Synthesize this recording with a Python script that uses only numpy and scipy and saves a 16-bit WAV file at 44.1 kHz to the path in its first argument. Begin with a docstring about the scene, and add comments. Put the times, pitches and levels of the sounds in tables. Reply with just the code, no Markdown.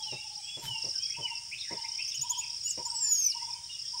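"""Insects and birds on a forest lakeshore

Insects tick out short falling chirps over a shrill haze. A near bird chips five times and draws
a long falling whistle; farther birds hoot, whistle and chatter in the echo of the trees. Each call is
a gliding tone. Dull knocks, soft bumps and one brush, probably fingers on the camera, sound close by."""
import sys
import numpy as np
from scipy import signal
from scipy.fft import rfft, irfft
from scipy.io import wavfile
from scipy.ndimage import uniform_filter1d

SR = 44100
rng = np.random.default_rng(int(sys.argv[2]) if len(sys.argv) > 2 else 0)


def pcm_store(signal):
    """Save signal as 16-bit PCM."""
    levels = np.round(np.clip(np.atleast_2d(signal), -1, 1) * 32767)
    wavfile.write(sys.argv[1], SR, levels.astype(np.int16).T)


N = 176400  # 4 seconds


def amp(db):
    """Turns decibels into a gain."""
    return 10 ** (np.asarray(db) / 20)


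def unit(x):
    """Scales a sound to an average (rms) size of 1."""
    return x / np.sqrt(np.mean(x ** 2) + 1e-20)


def add(mix, s, sound):
    """Lays a sound into the mix at s seconds."""
    at = round(s * SR)
    sound = sound[max(-at, 0):]
    part = mix[max(at, 0):][:len(sound)]
    part += sound[:len(part)]


def follow(points):
    """Joins (time, value) points with straight lines across the scene."""
    return np.interp(np.arange(N) / SR, *np.transpose(points))


def colour(x, points):
    """Turns frequencies up or down along (f/Hz, level/dB) points."""
    hz, db = np.transpose(points)
    f = np.fft.rfftfreq(len(x), 1 / SR)
    gain = amp(np.interp(np.log(f + 1), np.log(hz), db))
    return irfft(rfft(x) * gain, len(x))


def drift(size, rate):
    """Wanders by about 1, heading for a new random value `rate` times a second."""
    knots = rng.standard_normal(4000)
    return np.interp(np.arange(size) / SR * rate, np.arange(4000), knots)


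def tone(hz):
    """A pure tone that follows a pitch curve."""
    return np.sqrt(2) * np.sin(2 * np.pi * (np.cumsum(hz) / SR + rng.random()))


def span(length):
    """Runs from 0 to 1 over a note of `length` seconds."""
    return np.linspace(0, 1, max(int(length * SR), 8))


def arch(u):
    """Rises from 0 to 1 and falls back."""
    return abs(np.sin(np.pi * u))


def echo(x, t60, wet_db, delay=0.0043, count=900):
    """Adds scattered echoes from ground and trees that die away over t60 seconds."""
    at, size = rng.random(count) ** 2 * t60, rng.standard_normal(count)
    taps = np.zeros(2 * SR)
    arrival = np.clip((at + delay) * SR, 0, len(taps) - 1).astype(int)
    taps[arrival] = size * at ** (1 / 4) * np.exp(-np.log(1000) * at / t60)
    return x + amp(wet_db) * signal.fftconvolve(x, taps / np.linalg.norm(taps))[:N]


def voice(hz, level, overtones):
    """A bird's tone; any overtones grow as it sings louder."""
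    force = (level / amp(-25)) ** 0.32  # 1 at full voice
    return level * sum(amp(db) * (force if i else 1) * tone(k * hz)
                       for i, (k, db) in enumerate(overtones))


def whistle(points, overtones, flutter_db, waver):
    """A fluttering note along a pitch and level curve; gives its start time and sound."""
    s, hz, db = np.transpose(points)
    t = np.arange(s[0], s[-1], 1 / SR)
    pitch = uniform_filter1d(np.interp(t, s, hz), 200) * (1 + waver * drift(len(t), 198))
    level = amp(np.interp(t, s, db) + flutter_db * drift(len(t), 109.9))
    soft_ends = np.clip(np.minimum(t - t[0], t[-1] - t) / 0.0044, 0, 1)
    return s[0], voice(pitch, level * soft_ends, overtones)


# colour of still air and distant insects: f/Hz, relative level/dB
HAZE_COLOUR = [(20, -21), (50, -1.5), (85, -0.5), (135, 1.5), (200, -13.5), (400, -16.5), (700, -18),
               (1500, -16.5), (2200, -12.5), (3200, -6.5), (4100, -13.5), (5200, 7.5), (6400, -0.5),
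               (7900, -5), (8700, 1.5), (9150, -0.5), (9650, -15.5), (10500, -26), (12000, -32.5),
               (14200, -23), (14800, -18.5), (15800, -36)]
# how loud the haze is: t/s, level/dB
HAZE_LEVEL = [(0, -49), (.5, -50.5), (.9, -47.5), (1.5, -49.5), (2.3, -48.5), (3.2, -48), (4, -50)]


def haze():
    """The air rumbles, distant insects blur into a shrill hiss, and a thin high whine sits on top."""
    level = amp(follow(HAZE_LEVEL) + .5 * drift(N, 12))
    hiss = unit(colour(rng.standard_normal(N), HAZE_COLOUR))
    whine = amp(-75.5) * tone(15628 + 4 * drift(N, 16))
    return level * hiss + whine


# how loud the twittering is: t/s, level/dB
TWITTER_LEVEL = [(0, -48), (.3, -55), (.55, -58.5), (.9, -57), (1.2, -57.5), (1.45, -68), (1.8, -55),
                 (2.3, -55.5), (2.6, -59), (2.85, -64), (3.15, -57), (3.45, -55), (3.621, -60.5),
                 (3.75, -54.5), (4, -59.5)]


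def twitter(per_s=60, middle_hz=3142):
    """Many faint short glides blend together from birds deep in the forest."""
    out = np.zeros(N)
    notes = rng.standard_normal((int(per_s * N / SR), 5))
    for k, (stretch, pitch, slope, loud, late) in enumerate(notes):
        u = span(.04 * np.exp(.3 * stretch))
        glide = 0.1437 * slope * (u - .5) + 0.019 * drift(len(u), 615)
        hz = middle_hz * np.exp(.2 * np.clip(pitch, -3.5, 1.6) + glide)
        add(out, (k + .5 * late) / per_s, amp(3.1 * loud - 1.25 * abs(pitch)) * arch(u) * tone(hz))
    return unit(echo(out, t60=.4, wet_db=-1)) * amp(follow(TWITTER_LEVEL))


# far whistles, one list of points each: t/s, f/Hz (played 1% lower), level/dB
FAR_WHISTLES = [
    [(0, 3380, -49.5), (.045, 3230, -50), (.095, 2900, -44), (.15, 2705, -49), (.23, 2803, -49)],
    [(.42, 2980, -59), (.475, 3374, -47.5), (.56, 3417, -40), (.58, 3395, -54)],
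    [(.645, 3130, -52), (.69, 3068, -37), (.755, 2844, -43), (.81, 2774, -56.5), (.84, 2714, -37.5)],
    [(.99, 2980, -49), (1.025, 3260, -42.5), (1.085, 3354, -56), (1.14, 3310, -44.5)],
    [(1.205, 3164, -54), (1.256, 3000, -33), (1.28, 2890, -45), (1.38, 2688, -45.5)],
    [(.35, 8300, -66), (.48, 7750, -56.5), (.62, 7350, -57), (.74, 7050, -59)],
    [(2.47, 8040, -66), (2.57, 8100, -69), (2.66, 7700, -55)],
    [(3.01, 1810, -71), (3.06, 1780, -58.5), (3.09, 1790, -64.5), (3.15, 1750, -70)],
]
# short pips on a nearly steady pitch: t/s, level/dB
PIPS = [(2.66, -42.5), (3.316, -44), (3.691, -42.5)]


def far_birds(pip_hz=2858):
    """Birds whistle and pip at the forest edge; each pip has one clear echo."""
    out, u = np.zeros(N), span(0.037)
    for curve in FAR_WHISTLES:
        add(out, *whistle(curve, [(0.99, 0.0039)], flutter_db=4.0, waver=0.0048))
    for s, db in PIPS:
        hz = pip_hz * (.975 + 0.0304 * arch(u) + 0.0062 * drift(len(u), 467))
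        pip = amp(db) * arch(u) * tone(hz)
        add(out, s, pip)
        add(out, s + 0.049, amp(-6.5) * pip)
    out = echo(out, t60=.06, wet_db=-12, count=12)
    return echo(out, t60=0.55, wet_db=-8)


# chattering notes: t/s, length/s, first f/Hz, last f/Hz, relative level/dB
CHATTER_NOTES = [(.46, 0.055, 2820, 2830, -46.5), (0.928, 0.061, 1618, 1567, -58),
                 (1.092, 0.042, 1880, 2800, -50.5), (1.132, 0.045, 2450, 3004, -40.5),
                 (1.256, 0.04, 2800, 1836, -46), (1.512, 0.042, 2068, 3197, -36.5),
                 (1.572, 0.036, 3500, 4180, -44.5), (1.601, 0.032, 4100, 3260, -40.5),
                 (1.619, 0.09, 2450, 1465, -51.5), (1.692, 0.038, 1660, 2366, -46),
                 (1.836, 0.031, 1862, 2816, -44.5), (1.891, .035, 2190, 3300, -65),
                 (1.977, 0.054, 2250, 3027, -38), (2.11, 0.029, 3900, 3130, -45.5),
                 (2.133, 0.0318, 2700, 3207, -40.5), (2.246, .045, 2950, 3475, -48),
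                 (2.31, .045, 3450, 2890, -40.5), (2.345, .035, 3000, 3475, -41),
                 (2.4, 0.052, 2910, 2418, -42.5), (2.87, 0.057, 1500, 1304, -63.5),
                 (3.19, .09, 2285, 2590, -58.5)]


def chatter():
    """A far bird's quick raspy glides, smeared by the trees."""
    out = np.zeros(N)
    for s, length, first_hz, last_hz, db in CHATTER_NOTES:
        u = span(length)
        glide = first_hz + (last_hz - first_hz) * u
        rasp = 1 + 0.051 * drift(len(u), 900)
        add(out, s, amp(db - 2.5) * arch(u) ** 1.08 * tone(glide * rasp))
    out = echo(out, t60=.08, wet_db=-2.5, delay=.001)
    return echo(out, t60=.7, wet_db=-5)


# rolling hoots: t/s, f/Hz, relative level/dB
HOOT_CALLS = [(-.01, 864, -48.5), (.235, 848, -52), (.612, 911.4, -46), (1.165, 932.5, -43.5),
              (1.697, 936, -44), (2.229, 958.3, -43), (2.783, 946.6, -42.5), (3.342, 946.6, -42.5),
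              (3.93, 941, -43.5)]


def hoots(note_s=0.0521, step_s=.064, sag=0.0098):
    """A far bird hoots three arched notes to a call, each a little lower than the last."""
    out, u = np.zeros(N), span(note_s)
    for s, hz, db in HOOT_CALLS:
        for k in range(3):
            bend = .11 * (arch(u) - .8) - .04 * (u - .5) + .018 * drift(len(u), 131)
            pitch = hz * (1 - sag * k) * (1 + bend)
            add(out, s + k * step_s, amp(db - 2) * arch(u) * tone(pitch))
    return echo(out, t60=.6, wet_db=-5.5, delay=.012)


# dull knocks: t/s, rattle length/s, level/dB
KNOCKS = [(.125, 0.022, -43), (.573, 0.022, -48), (.843, 0.042, -49), (1.187, 0.034, -47),
          (1.711, 0.032, -42.5), (2.777, 0.023, -43.5)]
# colour of a knock: f/Hz, relative level/dB
KNOCK_COLOUR = [(30, -28), (70, -3), (130, 13.5), (220, -3.5), (400, 4.5), (580, 4), (750, -7),
                (1000, -6.5), (1400, -21.5), (2500, -11.5), (5000, -67), (16000, -70)]


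def knocks(slips_per_s=240, lead_s=.01, fade_s=0.019):
    """Each knock is a quick run of tiny slips, probably of a finger on the camera."""
    out, t = np.zeros(N), np.arange(SR // 4) / SR
    for s, length, db in KNOCKS:
        pace = slips_per_s * np.exp(.6 * drift(len(t), 300)) * (t > lead_s)
        slips = np.diff(np.ceil(np.cumsum(pace) / SR), prepend=0)  # one click per slip
        rattle = (unit(slips) + .5 * rng.standard_normal(len(t))) * (t >= lead_s)
        fade = np.exp(-np.maximum(t - lead_s - length, 0) / fade_s) * np.exp(-t / 0.11)
        knock = unit(colour(rattle * fade, KNOCK_COLOUR)) * np.sqrt(length / t[-1])
        add(out, s - lead_s, -amp(db) * knock)
    return out


# soft bumps: t/s, length/s, level/dB
BUMPS = [(0.628, 0.13, -47.5), (2.173, 0.074, -52.5)]
# colour of a bump: f/Hz, relative level/dB
BUMP_COLOUR = [(30, -35), (80, -4.5), (140, 7.5), (220, -17.5), (400, -20.5), (1500, -31), (8000, -80)]


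def bumps():
    """Two soft touches, each a short swell of deep noise."""
    out = np.zeros(N)
    for s, length, db in BUMPS:
        u = span(length)
        rumble = unit(colour(rng.standard_normal(SR), BUMP_COLOUR))
        add(out, s, amp(db) * arch(u) * rumble[:len(u)])
    return out


# colour of the brush: f/Hz, relative level/dB
BRUSH_COLOUR = [(100, 2), (500, -9), (2000, -3), (4000, 0.5), (8000, -3), (10500, -8), (13000, -4),
                (16000, -14)]


def brush(at_s=0.654, width_s=0.028):
    """One brush on the camera: a rough hiss swells and leaves a faint tail."""
    since = np.arange(N) / SR - at_s
    swell = np.exp(-abs(since / width_s) ** 1.4)
    tail = amp(-15) * (since > 0) * np.exp(-abs(since) / .07)
    rough_level = amp(-43.5 + 2 * drift(N, 400))
    return rough_level * (swell + tail) * unit(colour(rng.standard_normal(N), BRUSH_COLOUR))


def chirp(scale, stretch, octave_db):
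    """One insect chirp: a slightly raspy tone that falls ever faster, with a faint octave above."""
    u = span(0.0154 * stretch)
    hz = scale * (5749 - 1220 * u ** 1.922)
    rasp = 1 + 0.27 * drift(len(u), 700)
    tones = tone(hz) + amp(octave_db) * (1 - u) * tone(2 * hz)
    return arch(u ** 1.03) * rasp * tones / np.sqrt(2)


# how loud the farther insects are: t/s, relative level/dB
CROWD_LEVEL = [(0, -33.5), (.15, -43), (.25, -44.5), (.45, -41), (.6, -47), (.75, -41), (1.0, -37.5),
               (1.3, -42.5), (1.47, -40), (1.8, -39), (2.3, -40), (2.7, -40), (3.0, -37), (3.35, -36),
               (3.62, -43.5), (3.8, -42), (4, -35)]


def insect_crowd(per_s=110):
    """Farther insects chirp so often that their calls and echoes run together."""
    out = np.zeros(N)
    for k, (late, loud, pitch, stretch) in enumerate(rng.uniform(-1, 1, (int(per_s * N / SR), 4))):
        call = chirp(.99 + 0.0299 * pitch, 1 + 0.207 * stretch, octave_db=-46)
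        add(out, (k + late) / per_s, amp(5.2 * loud) * call)
    return unit(echo(out, t60=.15, wet_db=1.5)) * amp(follow(CROWD_LEVEL) - 3.5)


# the loudest insect chirps: t/s, relative level/dB
NEAR_CHIRPS = [(0.03, -39), (0.062, -43), (0.109, -36.0), (0.131, -37.5), (0.205, -39.5), (0.267, -39.5),
               (0.292, -40), (0.35, -37.5), (0.373, -39), (0.441, -41), (0.467, -43), (0.484, -41.0),
               (0.708, -41.5), (0.748, -37.5), (0.779, -35.5), (0.819, -31.0), (0.844, -30.5), (0.886, -32),
               (0.903, -31.5), (0.953, -30.5), (0.977, -31), (1.021, -32.5), (1.031, -31.5), (1.052, -31),
               (1.074, -42), (1.099, -31.5), (1.122, -35.5), (1.162, -39), (1.206, -38.5), (1.233, -37),
               (1.28, -37.5), (1.299, -39.5), (1.349, -37.5), (1.372, -38.0), (1.604, -38), (1.649, -42),
               (1.674, -41), (1.687, -39.5), (1.727, -36), (1.766, -35), (1.816, -36.5), (1.843, -34.5),
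               (1.883, -35.5), (1.914, -33.5), (1.948, -34.5), (1.971, -34.0), (1.991, -35.5),
               (2.017, -33.5), (2.043, -34), (2.059, -36.0), (2.08, -36.0), (2.093, -40), (2.113, -35.5),
               (2.168, -35.0), (2.19, -35.5), (2.434, -37.0), (2.473, -39.0), (2.496, -36.5), (2.54, -40.5),
               (2.561, -38), (2.604, -36.5), (2.628, -37.5), (2.676, -36), (2.695, -36.0), (2.753, -36.5),
               (2.773, -37), (2.789, -37), (2.824, -37.5), (2.846, -34.5), (2.896, -32.5), (2.911, -35.5),
               (2.962, -36.0), (2.981, -35.5), (3.014, -40), (3.038, -34), (3.061, -34), (3.078, -33.5),
               (3.103, -33), (3.149, -31.5), (3.172, -35), (3.222, -34), (3.246, -41), (3.344, -36.5),
               (3.364, -37), (3.422, -37), (3.443, -37), (3.502, -37), (3.526, -35.5), (3.634, -39.5),
               (3.657, -42.5), (3.725, -42), (3.749, -37), (3.789, -37.5), (3.815, -36), (3.851, -38),
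               (3.875, -37.0), (3.917, -38), (3.939, -36.5), (3.971, -35.5), (3.986, -38.0)]


def near_insects(bounce_db=-13):
    """Insects chirp close by, and each chirp bounces off the ground three times."""
    out = np.zeros(N)
    for s, db in NEAR_CHIRPS:
        pitch, stretch, *paths = rng.uniform(-1, 1, 5)
        call = amp(db + 3.5) * chirp(1 + 0.017 * pitch, 1 + 0.16 * stretch, octave_db=-34.5)
        add(out, s, call)
        for path in paths:
            add(out, s + 0.0024 + .007 * abs(path), amp(bounce_db) * call)
    return echo(out, t60=0.27, wet_db=-19.5)


# the near bird's chips: t/s, length/s, top f/Hz, level/dB
CHIPS = [(2.066, 0.043, 6380, -35), (2.138, 0.029, 6840, -31.5), (2.205, 0.034, 6990, -26),
         (2.288, .038, 7040, -25), (2.361, 0.055, 6950, -31.5)]
# its short sliding note and its long whistle: t/s, f/Hz, level/dB
SLIDE = [(2.62, 6450, -55), (2.65, 6870, -39), (2.678, 6945, -25.5), (2.688, 7100, -34), (2.699, 8200, -35),
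         (2.709, 7030, -28.5), (2.718, 6260, -39), (2.732, 6400, -38)]
LONG_WHISTLE = [(2.848, 7580, -55), (2.857, 7080, -39), (2.867, 6920, -27.5), (2.878, 7600, -43),
                (2.89, 8260, -51), (2.912, 8400, -39), (2.936, 8300, -50), (2.956, 7800, -35.5),
                (2.997, 7680, -42), (3.022, 7420, -22.5), (3.075, 7050, -28.5), (3.125, 6830, -24.5),
                (3.19, 6526, -29.5), (3.229, 6327, -25), (3.27, 5970, -30), (3.298, 5590, -28.5),
                (3.318, 4830, -29.5), (3.332, 3370, -48)]
# the tones in its full voice: multiple of the pitch, relative level/dB
OVERTONES = [(1, -3), (1.5, -30.5), (2, -23)]
# how its highest overtones fade on the way: f/Hz, level change/dB
AIR_LOSS = [(100, 0), (13400, 0.5), (14300, -12), (16000, -20)]


def near_bird():
    """Five chips that shoot up and level off, a sliding note, then the long falling whistle."""
    out = np.zeros(N)
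    for s, length, top_hz, db in CHIPS:
        u = span(length)
        rise = 1.01 - .5 * np.exp(-u / .19)
        droop = 0.071 * np.maximum(u - .65, 0)
        hz = top_hz * (rise - droop + 0.005 * drift(len(u), 270))
        level = amp(db + 2.1 * drift(len(u), 150)) * arch(u ** 1.28) ** 1.18
        add(out, s, voice(hz, level, OVERTONES))
    for curve in SLIDE, LONG_WHISTLE:
        add(out, *whistle(curve, OVERTONES, flutter_db=3.5, waver=0.0042))
    out = echo(colour(out, AIR_LOSS), t60=.09, wet_db=-11, delay=.002)
    return echo(out, t60=.45, wet_db=-21)


def scene():
    """Adds all the sounds into one channel."""
    forest = haze() + twitter() + far_birds() + chatter() + hoots()
    touches = knocks() + bumps() + brush()
    return (forest + touches + insect_crowd() + near_insects() + near_bird())[None]


def record(dry):
    """Cuts away the highest treble, above 15850 Hz."""
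    low_pass = signal.firwin(601, 15850, window=("kaiser", 9), fs=SR)
    return signal.oaconvolve(dry, low_pass[None], "same")


dry = scene()
out = record(dry)
pcm_store(out)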